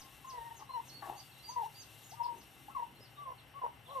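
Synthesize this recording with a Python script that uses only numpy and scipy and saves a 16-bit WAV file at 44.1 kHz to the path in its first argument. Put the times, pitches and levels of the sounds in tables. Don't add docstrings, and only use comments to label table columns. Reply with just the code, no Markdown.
import sys
import numpy as np
from scipy import signal
from scipy.fft import rfft, irfft
from scipy.io import wavfile
from scipy.ndimage import uniform_filter1d

SR = 44100
rng = np.random.default_rng(int(sys.argv[2]) if len(sys.argv) > 2 else 0)


def dump(signal):
    limited = np.clip(np.atleast_2d(signal).T, -1, 1)
    pcm = np.round(limited * 32767).astype(np.int16)
    wavfile.write(sys.argv[1], SR, pcm)


def gain_from_db(level_db):
    decades = np.asarray(level_db, float) / 20
    return 10 ** decades


N = 176400
T = np.arange(N) / SR
TOP_HZ = 14230
YARD_DB = -9
HEN_LAG_S, HEN_PAN_DB = 0.00021, 6.1


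def unit(x):
    return x / np.sqrt(np.mean(x ** 2) + 1e-30)


def walk(rate):
    k = int(SR / rate)
    jolts = np.repeat(rng.standard_normal(N // k + 1), k)
    return unit(uniform_filter1d(uniform_filter1d(jolts, k), k)[:N])


def band(x, hz, width_hz):
    return signal.lfilter(*signal.iirpeak(hz, hz / width_hz, SR), x)


def resonance(x, hz, width_hz):
    return band(band(x, hz, width_hz), hz, width_hz)


def coloured(points):
    p = np.array(points)
    f = np.arange(1, N // 2 + 2) * SR / N
    db = np.interp(np.log(f), np.log(p[:, 0]), p[:, 1], -60, -60)
    return unit(irfft(rfft(rng.standard_normal(N)) * gain_from_db(db) * (f < TOP_HZ), N))


def narrow(rows):
    return sum(gain_from_db(db) * unit(resonance(rng.standard_normal(N), hz, width_hz)) for hz, width_hz, db in rows)


def opposed(db):
    return gain_from_db(np.array([[db], [-db]]))


def place(x, pan_db, yard_db, lag_s=0.):
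    t60_s, n = 0.2, SR // 2
    tail = rng.standard_normal((2, n)) * gain_from_db(-60 * T[:n] / t60_s) * (T[:n] > .004)
    tail = tail / np.sqrt((tail ** 2).sum(1, keepdims=True))
    wet = signal.fftconvolve(x[None], tail, axes=1)[:, :N]
    early = np.interp(T + lag_s, T, x)
    return np.array([x * gain_from_db(pan_db / 2), early * gain_from_db(-pan_db / 2)]) + gain_from_db(yard_db) * wet


def phone():
    # (frequency [Hz], level [dB per Hz])
    hiss_colour = [(2500, -5.5), (3700, 0.5), (4800, -9), (8000, -7), (14400, -5)]
    # (time [s], level [dB])
    hiss_level = [(0.0, -66), (0.59, -68), (0.67, -72), (0.88, -66.5), (0.99, -69.5), (1.07, -64.5),
                  (1.61, -68.5), (1.63, -62.5), (1.69, -67), (2.04, -64), (2.31, -70.5), (2.35, -67.5),
                  (2.87, -70.5), (2.93, -74), (3.12, -73), (3.83, -76.5), (3.97, -64.5), (4.0, -69)]
    # (frequency [Hz], wander [Hz], level [dB])
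    whines = [(5645, 90.3, -76), (8430, 35, -76.5), (11130, 70, -78.5), (2714, 49.5, -69.5),
              (13300, 50, -91)]
    chop_hz, chop_db, chop_rate_hz, duty = 12420, -69.5, 24.8, 0.5
    time_s, level_db = np.array(hiss_level).T
    gain = gain_from_db(np.interp(T, time_s, level_db) + 1 + walk(45))
    turn = T * chop_rate_hz - .07
    gate = uniform_filter1d(1. * (turn % 1 < duty), 60)
    start = rng.uniform(0, 2 * np.pi, 200)[np.floor(turn).astype(int)]
    tones = gain_from_db(chop_db) * gate * np.sin(2 * np.pi * chop_hz * T + start)
    for hz, wander_hz, db in whines:
        phase = 2 * np.pi * np.cumsum(hz + wander_hz * walk(450)) / SR
        tones = tones + gain_from_db(db + 2.0 * walk(40)) * np.sin(phase)
    own = gain_from_db(-13) * np.array([coloured(hiss_colour), coloured(hiss_colour)])
    hiss = gain * (coloured(hiss_colour) + own)
    return (hiss + np.sqrt(gain / gain.mean()) * tones) * opposed(5.5 / 2)


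def open_air():
    # (frequency [Hz], level [dB per Hz])
    air_colour = [(20, -39), (60, 1), (128, -7), (403, -10.5), (1690, -11.5), (2400, -14), (3600, -21),
                  (5200, -29.5)]
    # (frequency [Hz], width [Hz], level [dB])
    air_peaks = [(784, 55, -78.5), (2072, 52, -75.5), (2920, 385, -70.5)]
    air_db, alike = -63.5, 0.57

    def air():
        return gain_from_db(air_db + 0.73 * walk(5.6)) * coloured(air_colour) + narrow(air_peaks)

    both = air()
    pair = np.array([np.sqrt(alike) * both + np.sqrt(1 - alike) * air() for _ in range(2)])
    return pair * opposed(3.5 / 2)


def motor():
    # (frequency [Hz], width [Hz], level [dB])
    drone_bands = [(111.7, 15, -70.5), (130.2, 11.6, -68.5), (150, 15.5, -75)]
    return narrow(drone_bands) * gain_from_db(0.51 * walk(2.37)) * gain_from_db(np.array([[2.2], [-2.8]]))


def scuffle():
    # (time [s], level [dB])
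    scuffle_level = [
        (.55, -74),
        (.8, -68),
        (1.301, -75),
        (2.2, -75),
        (2.9, -66),
        (3.25, -77.5),
    ]
    time_s, level_db = np.array(scuffle_level).T
    return gain_from_db(np.interp(T, time_s, level_db) + 2.4 * walk(24.86)) * narrow([(247, 243, 0)])


def burst(t, d, db, from_hz, to_hz):
    u = np.clip((T - t) / d, 0, 1)
    cycles = d * u * (from_hz + (to_hz - from_hz) * u / 2)
    return np.sqrt(2) * gain_from_db(db) * np.sin(np.pi * u) * np.sin(2 * np.pi * cycles)


def thumps():
    # (centre [s], level [dB], frequency [Hz], length [s])
    jolts = [
        (.15, -64, 48, 0.046),
        (.4, -60, 55.7, 0.064),
        (1.1, -65, 60.5, 0.057),
        (2.76, -63, 59.8, 0.046),
        (3.008, -55, 518, 0.0077),
        (1.645, -56, 2870, 0.00603),
    ]
    return sum(burst(t - d / 2, d, db, hz, hz) for t, db, hz, d in jolts)


def chicks():
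    # (start [s], length [s], level [dB], top frequency [Hz])
    falls = [
        (0.345, 0.06, -69, 4490),
        (1.311, 0.03, -66, 4600),
        (2.008, .028, -65, 4600),
        (2.228, 0.039, -59, 5600),
        (3.042, 0.042, -67, 5000),
        (3.232, .022, -68, 3900),
        (3.378, 0.03, -63, 4450),
        (3.858, 0.027, -58, 3700),
        (3.895, 0.025, -61, 4150),
        (3.945, .02, -66, 4200),
    ]
    # (start [s], length [s], level [dB], top frequency [Hz])
    whistles = [(0.673, 0.1, -64, 4185), (.73, .04, -67, 2950), (0.89, .115, -58.5, 4440),
                (1.155, 0.09, -62, 4690), (1.345, .045, -66, 3900), (1.39, .03, -64, 4150),
                (1.425, 0.095, -60, 4750), (1.74, 0.09, -61.5, 4770), (2.033, 0.056, -55, 6990),
                (2.955, .035, -67, 4250), (3.0, 0.048, -66, 5150), (3.155, .05, -67, 3750)]
    # (knee [s], level [dB], starting frequency [Hz])
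    plunges = [
        (.008, -56.5, 7060),
        (0.293, -58.5, 7270),
        (0.589, -60.5, 7030),
        (.888, -61, 7000),
        (1.194, -60.5, 6780),
        (1.518, -60, 6600),
        (1.818, -58, 6660),
        (2.106, -59.5, 7130),
        (2.405, -66, 6660),
    ]
    # ([Hz], [Hz])
    plunge_hz = [6250, 2900]
    # (frequencies [Hz], levels [dB])
    beak = [3000, 3900, 4250, 4550, 5500, 6350, 6800, 7300], [-2, -4, -3, 2, 2, -1, -8, -14]
    # (delay [s], level [dB])
    wall_echoes = [(.011, -27.5), (.023, -11.5), (.037, -14.5)]
    plunge_s, knee = .07, .64
    arch, crest = .075, .55
    pan_db_per_oct, pan_hz = 13, 5600

    def fall(u, top_hz):
        return top_hz + (3055 - top_hz) * u ** 1.3

    def plunge(u, start_hz):
        line = np.interp(u, [0, knee, 1], [start_hz, *plunge_hz])
        return uniform_filter1d(line, size=350, mode="nearest")

    def whistle(u, top_hz):
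        return top_hz * (1 - arch * ((u - crest) / crest) ** 2)

    crowd = [(4 * a, .018 * (1 + b), -73 - 8 * c, 3300 * (1 + e / 3)) for a, b, c, e in rng.random((40, 4))]
    peeps = [(t, d, db, 0, fall, hz) for t, d, db, hz in falls + crowd]
    peeps += [(t - knee * plunge_s, plunge_s, db, 0, plunge, hz) for t, db, hz in plunges]
    peeps += [(t, d, db, -6, whistle, hz) for t, d, db, hz in whistles]
    out, tilt_db = np.zeros(N), np.zeros(N)
    flutter, quiver = gain_from_db(2.2 * walk(90)), 1 + .005 * walk(500)
    for t, d, db, aside_db, contour, start_hz in peeps:
        on = (T >= t) & (T < t + d)
        u = (T[on] - t) / d
        hz = contour(u, start_hz)
        tone = np.sin(2 * np.pi * np.cumsum(hz * quiver[on]) / SR)
        out[on] += gain_from_db(db) * np.sqrt(np.sin(np.pi * u)) * gain_from_db(np.interp(hz, *beak)) * tone
        tilt_db[on] = aside_db + pan_db_per_oct * np.log2(hz / pan_hz)
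    out = np.sqrt(2) * out * flutter
    echoes = sum(gain_from_db(db) * np.interp(T - np.array([[lag_s], [1.1 * lag_s]]), T, out)
                 for lag_s, db in wall_echoes)
    return place(out, tilt_db, -1.5, .00004) + echoes


def strands():
    # (start [s], length [s], level [dB], from [Hz], to [Hz])
    strand_rows = [
        (.604, .045, -58, 880, 850),
        (.61, .03, -59, 1120, 1080),
        (2.15, .05, -60, 1230, 1170),
        (2.7, .055, -64, 1330, 1300),
        (2.71, .04, -64, 1090, 1130),
    ]
    voice = sum(burst(*row) for row in strand_rows) * gain_from_db(3.5 * walk(120.4))
    return place(voice, HEN_PAN_DB, YARD_DB, HEN_LAG_S)


def growls():
    # (start [s], length [s], level [dB], throat scale [ratio], open-beak brightness [dB])
    growl_rows = [
        (0.588, 0.05, -58.5, 1.075, 1),
        (1.014, 0.053, -48, 1.0, 5),
        (1.061, 0.064, -45.5, 1.0, -7.5),
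        (1.106, .06, -54.5, 1.0, -8),
        (1.143, 0.086, -63.5, 0.99, -4),
        (2.259, 0.15, -65.5, 0.44, -1.5),
    ]
    # (frequency [Hz], width [Hz], level [dB])
    throat = [(373, 203, -8), (811, 232, 3.5), (1110, 53, 4.5), (1665, 360, -11)]
    rate_hz, jitter, scatter_db, breath = 125, .45, 3.5, 1.1
    chance = rng.standard_normal((600, 2))
    at = (np.cumsum(np.exp(jitter * chance[:, 0])) / rate_hz * SR).astype(int)
    pulses = np.zeros(N)
    pulses[at[at < N]] = gain_from_db(scatter_db * chance[at < N, 1])
    drive = unit(pulses) + breath * rng.standard_normal(N)
    out = 0
    for t, d, db, scale, bright_db in growl_rows:
        gate = np.interp(T, [t, t + 0.0086, t + 0.64 * d, t + d + 0.0095], [0.025, 1, 1.0, 0.019])
        ring = sum(gain_from_db(g + bright_db * (hz > 1e3)) * resonance(drive * gate, hz * scale, width_hz * scale)
                   for hz, width_hz, g in throat)
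        out = out + gain_from_db(db) * unit(ring) * np.sqrt(d * SR / N)
    return place(out, HEN_PAN_DB, YARD_DB, HEN_LAG_S / 2)


def hens():
    # (centre [s], width [s], level [dB], pitch [Hz])
    voice_swells = [(.06, 0.097, -65.5, 1060), (0.254, 0.013, -48, 1041), (0.289, 0.035, -49, 1063),
                    (0.344, 0.066, -46.5, 1009), (0.385, 0.019, -42.5, 937), (0.421, 0.035, -48.5, 949),
                    (0.47, 0.046, -49.5, 927), (0.519, 0.019, -48.5, 932), (.555, 0.024, -58, 921),
                    (.699, 0.011, -46.5, 1081), (0.71, 0.0088, -42.5, 1024), (.725, 0.012, -53, 1022),
                    (.748, 0.019, -40.5, 1000), (0.769, 0.037, -38.5, 953), (0.791, 0.016, -47, 911),
                    (.802, 0.0088, -40.5, 961), (1.483, 0.0094, -60.5, 811), (1.499, 0.015, -45.5, 960),
                    (1.536, 0.081, -51, 1037), (1.57, .013, -34.5, 992), (1.583, 0.018, -34, 943),
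                    (1.599, 0.0097, -36, 897), (1.608, .012, -52, 931), (1.619, 0.019, -37, 916),
                    (1.636, .011, -36, 850), (1.649, 0.016, -42.5, 885.3), (1.664, 0.0072, -39.5, 926),
                    (1.686, 0.022, -53, 853),
                    (2.125, 0.008, -51, 743), (2.14, 0.018, -51.5, 920), (2.19, 0.026, -56, 970),
                   (2.215, 0.025, -35, 960), (2.245, 0.022, -40.5, 966), (2.263, 0.016, -35.5, 970.4),
                   (2.296, 0.03, -39.5, 949), (2.324, 0.02, -44, 934), (2.347, 0.016, -50.5, 931.3),
                   (2.385, 0.041, -63.5, 925), (2.688, 0.0075, -45.5, 807), (2.703, 0.011, -52, 1103),
                   (2.755, 0.0091, -40.5, 1110), (2.772, 0.016, -35, 1019), (2.786, .008, -40, 960),
                   (2.801, 0.013, -36.5, 956), (2.815, .012, -44.5, 933), (2.83, 0.013, -36.5, 931),
                   (2.843, 0.0097, -43, 959), (2.853, 0.0077, -51, 953), (2.869, 0.0063, -52.5, 944),
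                    (3.2, 0.035, -49, 1164), (3.229, 0.032, -47.5, 1135), (3.264, 0.018, -47.5, 1080),
                   (3.286, 0.028, -41.5, 1050), (3.307, .01, -41, 1030), (3.323, 0.013, -43, 1009),
                   (3.336, .008, -52, 1000), (3.55, 0.014, -56, 1059), (3.58, 0.04, -47.5, 1169),
                   (3.626, 0.015, -38.5, 1026), (3.647, 0.023, -34.5, 959), (3.665, 0.0048, -34, 976.7),
                   (3.676, 0.013, -45, 916), (3.7, .015, -55, 920), (3.894, 0.013, -65, 1009),
                   (3.925, 0.065, -50, 1141), (3.972, 0.032, -38.5, 1047), (3.991, 0.013, -38, 1036)]
    # (start [s], half-pitch level [dB], octave level [dB], left-right [dB], rasp level [dB])
    calls = [(.2, -49, -48, 6, -39), (0.331, -15, -18, 3, -16), (.41, -25, -12, 5, -19),
             (.66, -26.5, -29, 6, -27), (1.399, -27, -31, 6, -26), (1.599, -23, -33, 4.5, -27),
             (2.1, -33, -40, 8, -25), (2.6, -32, -31, 4.5, -30), (2.79, -26, -29, 4.5, -22),
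             (3.1, -30, -40, 4.5, -18), (3.25, -17, -28, 0.5, -16.5), (3.501, -23, -27, 4.5, -29),
             (3.61, -21, -36, 2, -12.5), (3.85, -8.5, -38, 4, -5.5), (3.95, -10.5, -30, 0.5, -17)]
    skirt, cut = 3.5, 1.145
    swells = np.array(voice_swells)
    power = 0
    for t, width_s, db, _ in swells:
        away = np.abs(2 * (T - t) / width_s * np.where(T > t, cut, 1 / cut))
        power = power + gain_from_db(2 * db) * np.exp(-np.log(4) * away ** skirt)
    env = np.sqrt(power)
    pitch_hz = np.interp(T, swells[:, 0], swells[:, 3]) * (1 + 0.01264 * walk(70))
    phase = 2 * np.pi * np.cumsum(pitch_hz) / SR
    c = np.array(calls)
    current = np.clip(np.searchsorted(c[:, 0], T) - 1, 0, None)
    half_db, oct_db, pan_db, rasp_db = uniform_filter1d(c[current, 1:].T, 400)
    voice = np.sin(phase) + gain_from_db(half_db + 2 * walk(50)) * np.sin(phase / 2)
    rasp = narrow([(743, 430, 0)])
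    body = env * (np.sqrt(2) * voice + gain_from_db(rasp_db) * rasp)
    octave = env * gain_from_db(oct_db) * np.sin(2 * phase)
    return place(body, pan_db, YARD_DB, HEN_LAG_S) + place(octave, -12, YARD_DB)


def scene():
    background = phone() + open_air() + motor() + scuffle() + thumps()
    return background + chicks() + strands() + growls() + hens()


def band_limit(x):
    return signal.sosfilt(signal.butter(12, 14610, fs=SR, output="sos"), x)


def record(dry):
    return band_limit(dry)


dry = scene()
out = record(dry)
dump(out)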